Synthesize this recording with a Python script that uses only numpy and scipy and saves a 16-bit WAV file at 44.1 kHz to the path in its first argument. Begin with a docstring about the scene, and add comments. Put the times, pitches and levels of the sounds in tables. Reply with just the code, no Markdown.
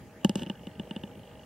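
"""Handling a zooming camera

A hand-held camera zooms in on a spider web over a quiet outdoor background. Its casing clicks
under the fingers, hard at first, then lightly: each impulse gives a snap and excites damped modes,
heard as a plastic ring and a low thump. A finger slides briefly with friction noise, the zoom motor
ticks faintly in periodic steps, and the camera's drive hums throughout."""
import sys
import numpy as np
from scipy import signal
from scipy.fft import rfft, irfft
from scipy.io import wavfile
from scipy.ndimage import uniform_filter1d

SR = 44100
rng = np.random.default_rng(int(sys.argv[2]) if len(sys.argv) > 2 else 0)


def to_wav(sig):
    """Store sig (one row per channel, or 1-D mono) as 16-bit WAV at the path in sys.argv[1].

    Samples outside -1..1 are clipped; the rate is SR.
    """
    pcm = np.clip(np.atleast_2d(sig), -1, 1) * 32767
    pcm = np.round(pcm).astype(np.int16)
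    wavfile.write(sys.argv[1], SR, pcm.T)  # frames by channels


N = 63945

# Casing clicks: start_s, thump_db, ring_db, snap_db, top_mode_boost_db
CASING_CLICKS = [(0.2469, 3.5, -14, -13.5, -6), (.2946, -5, -24.5, -20.5, 5), (.3560, -6, -26, -20, 2),
                 (0.3814, -17.5, -42, -46, 2), (.3893, -35, -35.5, -58, 5), (0.3946, -24, -33, -38, 5),
                 (0.4123, -18.5, -70, -50, 0), (0.4203, -12, -30, -35, 5), (0.4324, -16.5, -29.5, -31.5, 7),
                 (0.4635, -19, -34.5, -42.5, -18), (0.47, -19, -34.5, -51, -2),
                 (0.4985, -10.5, -24, -34.5, 2), (0.6699, -17, -34.5, -42, 3.5),
                 (0.7965, -13, -29.5, -38, 7), (0.9094, -14.5, -28, -39.5, 3.5),
                 (0.9629, -14, -29.5, -40.5, 8), (1.0359, -16, -30, -47, 6), (1.154, -28.5, -70, -63, 0),
                 (1.173, -25, -76, -60, 4)]
# Low modes of the casing: pitch_hz, level_db, t60_s
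THUMP_MODES = [(199, 0.5, 0.04), (324.3, 2.5, .016), (561, -9, 0.023)]
# High modes of the casing: pitch_hz, level_db, t60_s
RING_MODES = [(842.5, -15.5, 0.05), (895.3, -15, 0.06), (1142, -17.5, 0.018), (1586, -24, 0.025),
              (1730, -11, 0.017), (2874, -2, .018), (2954, -2, 0.016), (3458, -10.5, 0.015)]
# Spectrum of the snap: frequency_hz, relative_density_db
SNAP_SPECTRUM = [(800, 1.5), (2350, -13.5), (3700, 2), (4300, -2.5), (5200, -3.5), (6100, -9.5), (6600, 1),
                 (7400, -3.5), (8200, 4), (8800, -18), (10000, -24.5), (11000, -14.5), (13000, -20),
                 (16000, -25)]


def casing_clicks(size=2048):
    """Impulse excitation: a snap with a brief rattle sets the casing's high and low modes ringing."""
    body, snaps = np.zeros((2, N))
    t = np.arange(size) / SR
    rattle_envelope = amp(-5) * (np.exp(-t / 0.00064) + amp(-25) * np.exp(-t / 0.011))
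    top_hz, top_db, top_t60 = RING_MODES[-1]
    for start_s, thump_db, ring_db, snap_db, boost_db in CASING_CLICKS:
        ring = damped_modes(RING_MODES[:-1] + [(top_hz, top_db + boost_db, top_t60)])
        thump = damped_modes(THUMP_MODES, rise_s=0.011, alternate=True)
        snap = (t == 0) + rattle_envelope * rng.choice([-1., 1.], size)
        add(body, start_s, amp(ring_db) * ring + amp(thump_db) * thump)
        add(snaps, start_s, amp(snap_db) * snap)
    return body + coloured(snaps, SNAP_SPECTRUM)


def damped_modes(modes, rise_s=0.0011, alternate=False, detune=0.0042, size=4096):
    """Modal superposition: each mode of a struck body swells quickly, then decays exponentially."""
    t = np.arange(size) / SR
    hz, db, t60 = np.transpose(modes)[:, :, None]
    hz = hz * (1 + detune * rng.standard_normal(hz.shape))
    # neighbouring bending modes push the microphone in opposite directions
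    sign = (-1) ** np.arange(len(modes))[:, None] if alternate else 1
    partials = sign * amp(db - 60 * t / t60) * np.sin(2 * np.pi * hz * t)
    return (1 - np.exp(-t / rise_s)) * partials.sum(0)


# Envelope of the slide: time_s, level_db
SLIDE_ENVELOPE = [(.355, -65), (0.373, -40), (.395, -44.5), (.425, -43), (.44, -58), (.455, -66)]
# Spectrum of the friction: frequency_hz, relative_density_db
SLIDE_SPECTRUM = [(80, 12.5), (200, 7), (450, 1), (700, 5), (860, -30), (1100, -18), (2300, -12.5),
                  (2900, -2.5), (3700, -17), (8300, -15), (9500, -38), (11500, -23), (15000, -31)]


def finger_slide(grain_db=1):
    """Sliding friction: fine slips of skin on plastic merge into grainy noise."""
    grains = rng.standard_normal(N) * amp(grain_db * drift(size=90))
    level_db = np.interp(np.arange(N) / SR, *np.transpose(SLIDE_ENVELOPE), left=-np.inf, right=-np.inf)
    return amp(level_db) * unit(coloured(grains, SLIDE_SPECTRUM))


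# Modes rung by a motor step: pitch_hz, level_db, t60_s
STEP_MODES = [(224, -15, 0.017), (560, 3, 0.017), (820, -2.5, 0.026), (2919, 0.5, 0.019),
              (3077, -3.5, 0.016), (3230, -2, 0.0092)]


def zoom_motor(start_s=0.2137, step_s=0.02, strong_db=-46.5, weak_db=-51.5, rebound_db=-3.5):
    """Periodic impacts: steps, weak and strong in turn, tap the lens mount, each with a rebound."""
    taps = np.zeros(N)
    for k, tap_s in enumerate(np.arange(start_s, N / SR, step_s)):
        gain = amp((strong_db if k % 2 else weak_db) + 0.3 * rng.standard_normal())
        add(taps, tap_s, gain * damped_modes(STEP_MODES))
        rebound_s = tap_s + 0.002 * rng.uniform(0.882, 1.2)
        add(taps, rebound_s, gain * amp(rebound_db) * damped_modes(STEP_MODES))
    return taps


# Level difference between the microphone ports: frequency_hz, left_minus_right_db
PORT_LEVELS = [(60, 7), (200, 0), (400, 2.4), (600, -2.5), (860, -8), (1050, 11.5), (1300, 16), (1800, 0),
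               (2900, -2.5), (4100, 8.5), (5000, -6.5), (6000, 9.5), (7900, -6.5), (9400, 14), (15000, -7)]
# Phase difference between the ports: frequency_hz, left_lead_rad
PORT_PHASES = [(200, -.06), (330, -.25), (450, -.9), (560, .3), (700, -2.7), (830, -.3), (1200, .6),
               (1450, 0), (2200, .9), (2900, .1), (3450, -.4), (4100, .4), (5000, -.2), (5900, -2.1),
               (7000, -2.6), (8200, -2.5), (9300, .3), (11200, 1.4), (16000, 1.1)]


def microphone_ports(vibration):
    """Structure-borne sound: casing vibration reaches the two ports with unequal level and phase."""
    hz = np.fft.rfftfreq(2 * N, 1 / SR)
    left_response = amp(read(PORT_LEVELS, hz) / 2) * np.exp(.5j * read(PORT_PHASES, hz))
    return irfft(rfft(vibration, 2 * N) * np.array([left_response, 1 / left_response]))[:, :N]


# Tones of the camera's drive: pitch_hz, rms_level_db
HUM_TONES = [(193.8, -65.5), (473.7, -64), (630, -63), (775.2, -71.5), (824, -66.5), (1223, -76)]


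def drive_hum(waver=0.28, whine_hz=15625, whine_db=-90):
    """Line spectrum: the drive's tones waver in amplitude and phase under a thin, steady whine."""
    t = np.arange(N) / SR
    tones = amp(whine_db) * np.sin(2 * np.pi * whine_hz * t)
    for hz, db in HUM_TONES:
        envelope = amp(db) * (1 + waver * drift(size=3000))
        phase = 2 * np.pi * (hz * t + rng.random()) + waver * drift(size=3000)
        tones += envelope * np.sin(phase)
    return np.sqrt(2) * tones


# Spectrum of the background: frequency_hz, relative_density_db
AIR_SPECTRUM = [(25, -26), (60, -5), (110, -2), (180, -4), (260, -9), (450, -10), (600, -13), (720, -19),
                (850, -17), (1050, -25), (1200, -23), (1370, -26), (1700, -21), (2120, -26), (2330, -25),
                (2550, -29), (2850, -27), (3600, -35), (5500, -35), (8000, -37), (16000, -43)]
# Likeness of its left and right channels: frequency_hz, coherence_ratio
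AIR_COHERENCE = [(60, 0.98), (550, .95), (720, 0.92), (900, 0.56), (1500, 0.78), (2300, 0.29), (2900, 0.99),
                 (4000, 0.19), (8000, 0.069), (10000, 0.38), (16000, 0.4)]


def outdoor_air(level_db=-49, flicker_db=2.38, size=1024):
    """Partial coherence: low, steady noise is nearly mono in the bass and wide in the hiss."""
    hz, hop = np.fft.rfftfreq(size, 1 / SR), size // 4
    noise = rng.standard_normal((5, N // hop + 5, len(hz)))
    left, independent = noise[0] + 1j * noise[1], noise[2] + 1j * noise[3]
    coherence = np.clip(read(AIR_COHERENCE, hz), 0, 1)
    right = coherence * left + np.sqrt(1 - coherence ** 2) * independent
    # the level flickers in small patches of time and frequency
    flicker = unit(uniform_filter1d(uniform_filter1d(noise[4], size=10, axis=0), size=12, axis=1))
    spectra = np.array([left, right]) * amp(read(AIR_SPECTRUM, hz) + flicker_db * flicker)
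    _, air = signal.istft(spectra.swapaxes(1, 2), nperseg=size, noverlap=size - hop)
    return amp(level_db) * unit(air[:, :N])


def amp(db):
    """Amplitude ratio of a level in decibels."""
    return 10 ** (np.asarray(db) / 20)


def unit(x):
    """Normalisation to rms 1."""
    return x / np.sqrt(np.mean(x ** 2) + 1e-20)


def read(points, hz):
    """Interpolation on a log-frequency axis."""
    knots_hz, values = np.transpose(points)
    return np.interp(np.log(hz + 1), np.log(knots_hz + 1), values)


def add(mix, start_s, sound):
    """Superposition: a sound joins the mix at its start time."""
    part = mix[max(round(start_s * SR), 0):][:len(sound)]
    part += sound[:len(part)]


def coloured(x, spectrum, size=1024):
    """Spectral shaping by a causal filter of unit energy."""
    hz = abs(np.fft.fftfreq(size, 1 / SR))
    log_gain = np.log(amp(read(spectrum, hz)))
    minimum_phase_response = np.exp(np.conj(signal.hilbert(log_gain)))
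    taps = np.fft.ifft(minimum_phase_response).real[:size // 2]
    return signal.fftconvolve(x, taps / np.linalg.norm(taps))[:len(x)]


def drift(size):
    """Smoothed noise: a random wander of rms 1."""
    return unit(uniform_filter1d(uniform_filter1d(rng.standard_normal(N), size), size))


def low_cut(x, hz):
    """Second-order high-pass filtering attenuates the deep bass."""
    return signal.sosfilt(signal.butter(2, hz, "high", fs=SR, output="sos"), x)


def scene():
    """Superposition: the casing's vibration adds to the hum and the outdoor background."""
    vibration = low_cut(casing_clicks() + finger_slide() + zoom_motor(), hz=77.5)
    return microphone_ports(vibration) + drive_hum() + outdoor_air()


def record(dry):
    """Band limiting: the microphone cuts the deep bass and the recorder the highest treble."""
    low_pass = signal.firwin(511, cutoff=15850, window=("kaiser", 9), fs=SR)
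    return signal.oaconvolve(low_cut(dry, hz=53.7), low_pass[None], "same")


dry = scene()
out = record(dry)
to_wav(out)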